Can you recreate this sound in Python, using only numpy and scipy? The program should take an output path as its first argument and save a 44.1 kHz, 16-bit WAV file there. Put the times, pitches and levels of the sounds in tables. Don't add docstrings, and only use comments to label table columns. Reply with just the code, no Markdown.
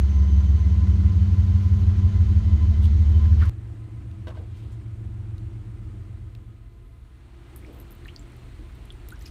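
import sys
import numpy as np
from scipy import signal
from scipy.io import wavfile
from scipy.ndimage import uniform_filter1d

SR = 44100
rng = np.random.default_rng(int(sys.argv[2]) if len(sys.argv) > 2 else 0)


def unload_audio(sound):
    columns = np.transpose(np.atleast_2d(sound))
    steps = np.round(np.clip(columns, -1, 1) * 32767)
    wavfile.write(sys.argv[1], SR, steps.astype(np.int16))


def convert_level_to_amplitude(level_db):
    exponent = np.asarray(level_db, float) / 20
    return 10 ** exponent


N = 410130

CUT_S = 3.4954
WIPE_S, WIPE_END_S = 5.98, 6.7


def evened(x):
    return x / np.sqrt(np.mean(x ** 2) + 1e-20)


def add(mix, s, sound):
    part = mix[round(s * SR):][:len(sound)]
    part += sound[:len(part)]


def leaving(s, over_s=.006):
    return np.clip(.5 - (np.arange(N) / SR - s) / over_s, 0, 1)


def per_scene(near_db, far_db, quiet_db, pour_db, lead_s=0):
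    pour_s, fade_s = 7.44, 0.24
    rise_s = max(pour_s - fade_s / 2 - lead_s, WIPE_END_S)
    joins_s = [CUT_S, CUT_S, WIPE_S, WIPE_END_S, rise_s, pour_s + fade_s / 2]
    return np.interp(np.arange(N) / SR, joins_s, [near_db, far_db, far_db, quiet_db, quiet_db, pour_db])


def wander(top_hz, size, count=12):
    t = np.arange(0, size + 512, 256) / SR
    slow = 0
    for f in np.geomspace(top_hz / 10, top_hz, count):
        slow = slow + np.sin(2 * np.pi * (f * t + rng.random())) / np.sqrt(f)
    return np.interp(np.arange(size) / SR, t, evened(slow))


def resonate(x, hz, width_hz):
    r = np.exp(-np.pi * width_hz / SR)
    if np.ndim(hz) == 0:
        return 2 * signal.lfilter([1 - r], [1, -r * np.exp(2j * np.pi * hz / SR)], x).real
    turn = np.exp(2j * np.pi * np.cumsum(hz) / SR)
    return 2 * (turn * signal.lfilter([1 - r], [1, -r], x / turn)).real


def resonate_twice(x, hz, width_hz):
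    return resonate(resonate(x, hz, width_hz), hz, width_hz)


def strokes(rows):
    out = np.zeros(N)
    for s, db, length_s, hz, width_hz in rows:
        t = np.arange(round(2 * length_s + 1) * SR // 2) / SR
        noise = rng.standard_normal((len(t), 2)).T
        grip = convert_level_to_amplitude(2.4 * evened(uniform_filter1d(noise[1], size=130)))
        rub = evened(grip * resonate_twice(noise[0], hz, width_hz))
        swell = np.sin(np.pi * np.clip(t / length_s, 0, 1) ** 0.58) ** 2
        add(out, s, convert_level_to_amplitude(db) * rub * swell)
    return out


def machines():
    # f/Hz, level/dB
    idle_tones = [(56, -18), (64, 0), (71.8, -7)]
    # f/Hz, width/Hz, level/dB in the near scene, level/dB later
    whine_tones = [(343, 4, 0, 9), (662, 33, -6, -11), (677, 12, -14, 0), (1023, 18, 1.5, -2),
                   (1258, 40, -14, -1), (1387, 50, -12, -8), (2042, 24, -6.5, -4), (3063, 55, -7, -27),
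                   (4076, 22, -16.5, -26), (6780, 50, -23, -17), (8580, 40, -33, -20),
                   (13650, 60, -32, -45)]
    # t/s, level/dB
    squeal_levels = [(0, -66), (.4, -62), (.9, -72), (1.4, -76.5), (3.49, -79.5)]
    # t/s, gain/dB, width/s
    flares = [(.5, 2.5, 0.43), (2.6, 4, 0.17), (3.19, 6.5, 0.075), (3.47, 4, .06)]
    t = np.arange(N) / SR
    idle_db = per_scene(-28.5, -46, -52, -86) - 1.1 * t * (t < CUT_S)
    idle = np.zeros(N)
    for hz, db in idle_tones:
        idle += convert_level_to_amplitude(db + 1.2 * wander(1.2, N)) * np.sin(2 * np.pi * (hz * t + rng.random()))
    mains_db = per_scene(-56.5, -50, -57, -51)
    mains = convert_level_to_amplitude(1.2 * wander(2.2, N)) * np.sin(2 * np.pi * 120 * t)

    fan_db = per_scene(-60.5, -74.5, -76.5, -73)
    for s, db, width_s in flares:
        fan_db = fan_db + db * np.exp(-((t - s) / width_s) ** 2)
    air, whine = rng.standard_normal(N), np.zeros(N)
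    for hz, width_hz, near_db, later_db in whine_tones:
        level = np.where(t < CUT_S, convert_level_to_amplitude(near_db), convert_level_to_amplitude(later_db))
        whine += level * evened(resonate_twice(air, hz, width_hz))

    squeal_db = np.interp(t, *np.transpose(squeal_levels))
    squeal = evened(resonate_twice(air, 6105, 30)) * leaving(CUT_S)
    hum = np.sqrt(2) * (convert_level_to_amplitude(idle_db) * idle + convert_level_to_amplitude(mains_db) * mains)
    return hum + convert_level_to_amplitude(fan_db) * whine + convert_level_to_amplitude(squeal_db) * squeal


def wash(colour, band_hz, count, size, patchy_db, flicker_db):
    hop, hz = size // 4, np.fft.rfftfreq(size, 1 / SR)
    frames = count // hop + 5
    a, b, patches = rng.standard_normal((frames, len(hz), 3)).T
    flicker = evened(uniform_filter1d(rng.standard_normal(frames), size=3))
    patches = uniform_filter1d(patches, size=10, axis=0)
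    patches = evened(uniform_filter1d(patches, size=8, axis=1))
    f, db = np.transpose(colour)
    shape = convert_level_to_amplitude(np.interp(np.log(hz + 1), np.log(f), db, left=-90))
    in_band = (hz > band_hz[0]) & (hz < band_hz[1])
    inside = np.sqrt(np.sum(shape[in_band] ** 2) / np.sum(shape ** 2))
    z = (a + 1j * b) * shape[:, None] * convert_level_to_amplitude(patchy_db * patches + flicker_db * flicker)
    return evened(signal.istft(z, nperseg=size, noverlap=size - hop)[1][:count]) / inside


def yard():
    # f/Hz, density/dB per Hz
    roar_colours = [
        [(20, -6.5), (38, 4), (52, 3), (68, 18.5), (90, 12.5), (125, 14), (145, 0), (195, 11), (240, -3),
         (300, 0.5), (400, -3), (520, -12.5), (800, -51)],
        [(25, -14), (40, 15), (60, 12), (90, 8), (125, 9), (150, -3.5), (200, 8), (250, -3.5), (320, 9),
         (400, -3.5), (520, -10), (800, -44)],
        [(20, -21), (40, 19.5), (60, 18), (80, 13), (100, 8), (150, -2.5), (200, -1.5), (250, -3), (320, -1),
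         (400, -6.5), (490, -11.5), (800, -40)],
    ]
    # f/Hz, density/dB per Hz
    hiss_colours = [
        [(250, -11), (500, -16.5), (600, -6), (1400, -8.5), (2600, -13.5), (4500, -15), (4900, -19),
         (6800, -20), (7400, -27.5), (9700, -29.5), (10400, -38), (13500, -39), (15600, -44)],
        [(250, 4), (500, -7), (600, -3.5), (1400, -6.5), (2600, -11.5), (4400, -18.5), (4900, -22.5),
         (7000, -23.5), (8600, -20.5), (9800, -25), (10400, -32.5), (13000, -32), (15600, -42)],
        [(250, -18), (500, -35), (600, -1.5), (1400, -4), (2600, -7), (4300, -12), (4900, -19), (7000, -21.5),
         (8600, -18), (9800, -21), (10400, -48), (13000, -33), (15600, -68)],
    ]
    roar_db = per_scene(-49, -56, -62, -56)
    hiss_db = per_scene(-54, -64, -70, -60.5, lead_s=0.34)
    first = leaving(CUT_S)
    second = leaving((WIPE_S + WIPE_END_S) / 2, WIPE_END_S - WIPE_S)
    out = np.zeros(N)
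    for k, share in enumerate([first, second - first, 1 - second]):
        on = share > 0
        roar = wash(roar_colours[k], (230, 480), on.sum(), size=4096, patchy_db=1.2, flicker_db=.6)
        hiss = wash(hiss_colours[k], (1100, 9000), on.sum(), size=512, patchy_db=0.83, flicker_db=0.54)
        out[on] += np.sqrt(share[on]) * (convert_level_to_amplitude(roar_db[on]) * roar + convert_level_to_amplitude(hiss_db[on]) * hiss)
    return out


def bird():
    # t/s, f/Hz, level/dB
    strands = [
        [(6.38, 11100, -100), (6.45, 11350, -92), (6.56, 11850, -93), (6.72, 12150, -92), (6.86, 13100, -92),
         (6.98, 13350, -93), (7.12, 12900, -94), (7.17, 12100, -86), (7.195, 11100, -92)],
        [(6.74, 10100, -98), (6.83, 10950, -90), (6.88, 10850, -91), (6.92, 10250, -92), (7.03, 10500, -91),
         (7.1, 10800, -84), (7.14, 10800, -84), (7.18, 9800, -94)],
    ]
    out = np.zeros(N)
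    for strand in strands:
        s, hz, db = np.transpose(strand)
        t = np.arange(s[0], s[-1], 1 / SR)
        pitch_hz = uniform_filter1d(np.interp(t, s, hz), size=1300)
        noise = rng.standard_normal(SR)[:len(t)]
        air = evened(resonate_twice(noise, pitch_hz, 110))
        add(out, s[0], convert_level_to_amplitude(np.interp(t, s, db)) * air)
    return out


def squeaks():
    # t/s, level/dB, length/s, f/Hz
    slips = [(3.065, -79, .07, 11750), (3.09, -81, .06, 12300), (3.13, -76, .085, 12050),
             (3.265, -75, .075, 12350), (3.225, -80, .03, 14300), (3.34, -80, .06, 11500),
             (4.55, -84, .07, 13900), (4.56, -85, .1, 13200), (4.705, -82, .04, 13400)]
    sag, width_hz = .065, 260
    out = np.zeros(N)
    for s, db, length_s, hz in slips:
        u = np.arange(0, length_s, 1 / SR) / length_s
        pitch_hz = hz * (1 - sag * u ** 2)
        noise = rng.standard_normal(SR // 2)[:len(u)]
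        whistle = evened(resonate_twice(noise, pitch_hz, width_hz))
        add(out, s, convert_level_to_amplitude(db) * np.sin(np.pi * u) * whistle)
    return out


def pan():
    # f/Hz, level/dB, t60/s
    modes = [(334, -7.5, 0.087), (497, -3.5, 0.076), (635, -0.5, 0.08), (760, -14, 0.052), (977, -8, 0.13),
             (1090, -12, 0.12), (1544, -3.5, 0.054), (2000, -14.5, 0.07), (2750, -16, 0.07),
             (2890, -14, 0.08), (3250, -17, .05), (3680, -15, 0.05), (4100, -23, .04)]
    # t/s, level/dB
    taps = [(4.2715, -39), (4.283, -41), (4.303, -49), (4.348, -59), (4.372, -50)]
    # t/s, level/dB
    ticks = [(4.114, -49), (5.3817, -44.5), (6.3506, -41.5)]
    # f/Hz, width/Hz
    rim_modes = [(2700, 240), (3800, 560)]
    # t/s, level/dB, length/s, f/Hz, width/Hz
    rubs = [(1.0, -77.5, 2.1, 12800, 5000), (1.78, -71, 0.094, 11960, 5000),
            (2.817, -52, 0.088, 3280, 1500), (2.818, -58.5, .071, 9450, 7000),
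            (3.245, -53, 0.032, 1500, 900), (3.31, -55, 0.058, 1610, 1090), (3.414, -39, 0.05, 1350, 380),
            (3.39, -47.5, .11, 1500, 1100), (3.412, -47.5, .04, 1800, 260), (3.444, -48, 0.03, 1150, 500),
            (3.468, -47.5, .022, 1100, 400), (3.455, -52.5, .035, 2100, 900),
            (3.38, -53.5, .12, 2200, 1500), (3.39, -67, 0.12, 11150, 9000), (3.452, -57, .02, 7000, 9000),
            (4.27, -53, 0.042, 2500, 3500), (4.296, -58, .03, 2300, 2500), (3.39, -57.5, .09, 3800, 2500),
            (6.72, -83, 0.63, 10300, 3500), (4.625, -75, .04, 10500, 5000), (4.268, -48, 0.091, 600, 804),
            (4.35, -52, 0.15, 480, 400), (4.335, -57, .05, 1000, 200), (4.345, -63, 0.08, 2800, 2500),
            (4.56, -68, 0.07, 6000, 6000), (4.45, -66.5, 0.45, 3000, 2500), (4.71, -68, .06, 7000, 6000)]
    spread = .02
    out, t = strokes(rubs), np.arange(SR // 4) / SR
    for s, db in taps:
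        ring = np.zeros(len(t))
        for hz, mode_db, t60_s in modes:
            level = convert_level_to_amplitude(mode_db + 2 * rng.standard_normal() - 60 * t / t60_s)
            ring += level * np.sin(2 * np.pi * hz * rng.uniform(1 - spread, 1 + spread) * t)
        add(out, s, convert_level_to_amplitude(db) * ring)
    t = t[:300]
    for s, db in ticks:
        click = (t == 0) + 0.27 * rng.standard_normal(300) * convert_level_to_amplitude(-60 * t / 0.011)
        snap = 0.03 * click + sum(resonate(click, hz, width_hz) for hz, width_hz in rim_modes)
        add(out, s, convert_level_to_amplitude(db) * snap / abs(snap).max())
    return out


def pouring():
    # t/s, level/dB, f/Hz, t60/s, splash/0-1
    bubbles = [(7.6262, -44, 2090, .01, .8), (7.6475, -40, 2200, 0.013, .8),
               (7.9054, -43, 1400, 0.013, 0.95), (8.0505, -42, 4000, 0.01, .1),
               (8.0568, -34, 1780, 0.016, .12), (8.0818, -37, 2580, 0.016, 0.3),
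               (8.0855, -39, 2330, .02, .1), (8.086, -44.5, 2790, .06, 0.74),
               (8.1622, -28.5, 4550, .008, 0.1), (8.904, -31, 3340, 0.014, 0.13),
               (9.1048, -39, 3850, 0.0087, 0.15), (9.1222, -37.5, 1380, 0.075, 0.06),
               (9.2135, -46, 1900, 0.045, 0.45), (9.208, -50, 1300, .015, .6),
               (9.2575, -37, 4950, 0.01, 0.1), (9.2597, -38.5, 5000, 0.028, .5),
               (9.159, -52, 5600, .015, .2), (9.266, -44, 2480, .025, .4), (9.258, -47, 2710, .03, .8),
               (9.239, -54, 3780, .06, 0.3)]
    # t/s, level/dB, f/Hz, width/Hz
    drops = [(7.5622, -34, 12600, 3500), (7.561, -38.5, 9750, 2500), (7.7293, -52, 12640, 3000),
             (7.7469, -49, 11100, 5000), (7.788, -50.5, 13000, 3000), (7.8007, -37.5, 12900, 2200),
             (7.9082, -40, 14000, 5000), (7.918, -43, 12700, 1400), (7.926, -45.5, 11960, 2200),
             (7.951, -48.5, 14200, 3000), (8.0496, -53.5, 10000, 8000), (8.0676, -49.5, 12300, 3000),
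             (8.081, -52, 7050, 3000), (8.162, -41, 5500, 1500), (8.1935, -43.5, 7400, 700),
             (8.321, -51, 8820, 2500), (8.3654, -50.5, 12800, 3500), (8.7522, -51.5, 13000, 3500),
             (8.8547, -47.5, 10170, 4000), (8.923, -44, 9800, 2200), (9.0875, -34, 12600, 4000),
             (9.106, -42, 9600, 6013), (9.133, -48, 14000, 3000), (9.118, -48, 8560, 1500),
             (9.193, -46, 10000, 7000), (9.2112, -48, 5600, 1500), (9.2245, -43, 6500, 6000),
             (9.087, -44, 6000, 4000), (7.665, -54, 5600, 1200), (7.8255, -55, 11500, 4000),
             (7.768, -54, 14500, 2000), (8.0815, -47, 4200, 2500), (9.259, -49, 6900, 1200),
             (9.2637, -44.5, 13300, 2520), (9.283, -47, 10030, 2500), (9.2135, -53, 13000, 4000),
             (9.218, -52, 12300, 1500), (9.205, -54, 14800, 1500), (9.1235, -51, 6800, 1000),
             (9.22, -53, 8600, 1200), (8.215, -54, 6900, 1500), (9.274, -55, 13000, 4000)]
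    # t/s, level/dB, length/s, f/Hz, width/Hz
    slops = [(7.62, -50, 0.3, 265, 280), (8.58, -42.5, 0.066, 308, 10), (8.97, -52, 0.062, 260, 34),
             (7.561, -60, .04, 12000, 4000), (7.57, -67, .05, 9000, 2000), (7.72, -70, .12, 13900, 4000),
             (7.8, -62.5, .045, 12500, 2500), (7.9, -65, .05, 13500, 4000), (9.2, -61, 0.055, 4000, 4000),
             (9.25, -55.5, 0.065, 4200, 4000), (9.085, -66, .04, 12000, 5000), (9.2, -69, .1, 13000, 5000)]
    rise, settle_s = 210, .022
    spray_width, swell_cycles = .18, 1.5
    fizz, fizz_t60_s, wide_snap = 0.22, 0.011, .04
    wet, t = np.zeros(N), np.arange(3000) / SR
    for s, db, hz, t60_s, splash in bubbles:
        pitch_hz = hz * (1 + rise * t60_s * t / (1 + t / settle_s))
        spray = evened(resonate_twice(rng.standard_normal(3000), pitch_hz, spray_width * hz))
        tone = np.sin(2 * np.pi * np.cumsum(pitch_hz) / SR)
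        ring = (1 - splash) * tone + 1.12 * splash * spray
        onset = np.minimum(t * hz / swell_cycles, 1)
        add(wet, s, convert_level_to_amplitude(db - 60 * t / max(t60_s, .004)) * onset * ring)
    for s, db, hz, width_hz in drops:
        snap = (t == 0) + fizz * rng.standard_normal(3000) * convert_level_to_amplitude(-60 * t / fizz_t60_s)
        burst = resonate_twice(snap, hz, width_hz) + wide_snap * np.diff(snap, prepend=0)
        add(wet, s, convert_level_to_amplitude(db) * burst / abs(burst).max())
    walls = rng.standard_normal(3000) * convert_level_to_amplitude(-60 * t / .11) * (t > .003)
    walls = convert_level_to_amplitude(-12) * walls / np.linalg.norm(walls)
    return wet + strokes(slops) + signal.oaconvolve(wet, walls)[:N]


def engine(cycle_hz, orders, ruled, fade_db):
    turns, size = np.cumsum(cycle_hz) / SR, len(cycle_hz)
    loose = [(k, db + 2.0 * wander(2.488, size) + fade_db) for k, db in orders]
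    out = np.zeros(size)
    for k, db in ruled + loose:
        phase = 2 * np.pi * (round(k) * turns + rng.random()) + .15 * wander(1.525, size)
        out += np.sqrt(2) * convert_level_to_amplitude(db) * np.cos(phase)
    return out


def echoed(t, rows, fade_db):
    ruled = []
    for k, db, null_s, period_s, echo in rows:
        beat = abs(1 - echo * np.exp(2j * np.pi * (t - null_s) / period_s)) / (1 + echo)
        ruled.append((k, db + fade_db * round(k) / 15 + 20 * np.log10(beat)))
    return ruled


def far_engine():
    # order, level/dB
    orders = [(5, -64.1), (7, -63), (8, -62), (9, -48), (10, -50.4), (11, -47.9), (13, -49.1), (14, -48.7),
              (16, -53.2), (17, -60.8), (18, -65.8), (20, -66.5), (24, -68.8), (25, -67.1), (26, -60),
              (27, -65), (28, -65), (29, -68), (30, -64.5), (39, -66), (41, -66), (44, -61)]
    # order, peak level/dB, null t/s, null spacing/s, echo share/0-1
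    echoes = [(6, -43.5, 4.2, 3.9, 0.4), (12, -38.5, 3.864, 0.923, 0.89), (15, -36.5, 4.32, 1.57, 0.3)]
    # t/s, gain/dB
    fade = [(3.5, -0.5), (5.9, 1.5), (6.5, -8.5), (7.0, -23), (7.4, -41)]
    t = np.arange(CUT_S, 7.5, 1 / SR)
    fade_db = np.interp(t, *np.transpose(fade))
    return engine(7.416 + 0 * t, orders, echoed(t, echoes, fade_db), fade_db)


def near_engine():
    # order, level/dB
    orders = [(10, -46), (11, -41), (16, -47), (17, -40), (19, -45.5), (20, -45.2), (21, -45.8),
              (22, -54.8), (23, -57.5), (24, -53.8), (25, -56.9), (26, -57.8), (27, -48.0), (28, -47.5),
              (29, -54.5), (30, -49.8), (31, -42.3), (32, -40), (33, -38), (34, -42), (35, -52.2),
              (36, -52.4), (47, -57), (48, -54), (49, -56), (51, -58), (60, -60)]
    # order, peak level/dB, null t/s, null spacing/s, echo share/0-1
    echoes = [(12, -16, 1.8, 3.4, 0.62), (13, -26, 0.1, 3.1, .85), (15, -18.5, -0.15, 3.2, 0.52),
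              (18, -29.5, 0.1, 2.7, 0.5)]
    # order, level/dB before, level/dB after
    drawing = [(6, -51, -34), (9, -55, -30), (14, -41, -23.5)]
    level_s, draw_s = 1.65, .25
    t = np.arange(0, CUT_S + .01, 1 / SR)
    drawn = 1 / (1.0 + np.exp((level_s - t) / draw_s))
    ruled = echoed(t, echoes, .5 * (t - CUT_S / 2))
    ruled += [(k, before_db + (after_db - before_db) * drawn) for k, before_db, after_db in drawing]
    pipe_db = -1 + 3 * np.sin(np.pi * t / CUT_S) - 1.15 * t
    return engine(5.806 + .172 * t, orders, ruled, pipe_db)


def scene():
    duck_db, duck_s = -6.5, 0.075
    near, far = np.zeros((2, N))
    add(near, 0, near_engine())
    near *= convert_level_to_amplitude(duck_db * (1 - leaving(CUT_S - duck_s / 2, duck_s)))
    add(far, CUT_S, far_engine())
    engines = leaving(CUT_S) * near + (leaving(7.3, .3) - leaving(CUT_S)) * far
    t = np.arange(1000) / SR
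    add(engines, CUT_S, -convert_level_to_amplitude(-26.5) * np.exp(-t / .0018))
    add(engines, 0, -convert_level_to_amplitude(-11) * np.exp(-t / .002))
    return (engines + machines() + yard() + pan() + pouring() + squeaks() + bird())[None]


def roll_off(x):
    return signal.sosfilt(signal.butter(12, 15630, fs=SR, output="sos"), x)


def record(dry):
    heard = signal.sosfilt(signal.butter(3, 33, "high", fs=SR, output="sos"), dry)
    treble_cut = signal.firwin(255, 15700, window=("kaiser", 9), fs=SR)
    heard = signal.oaconvolve(heard, treble_cut[None], "same")
    return roll_off(heard)


dry = scene()
out = record(dry)
unload_audio(out)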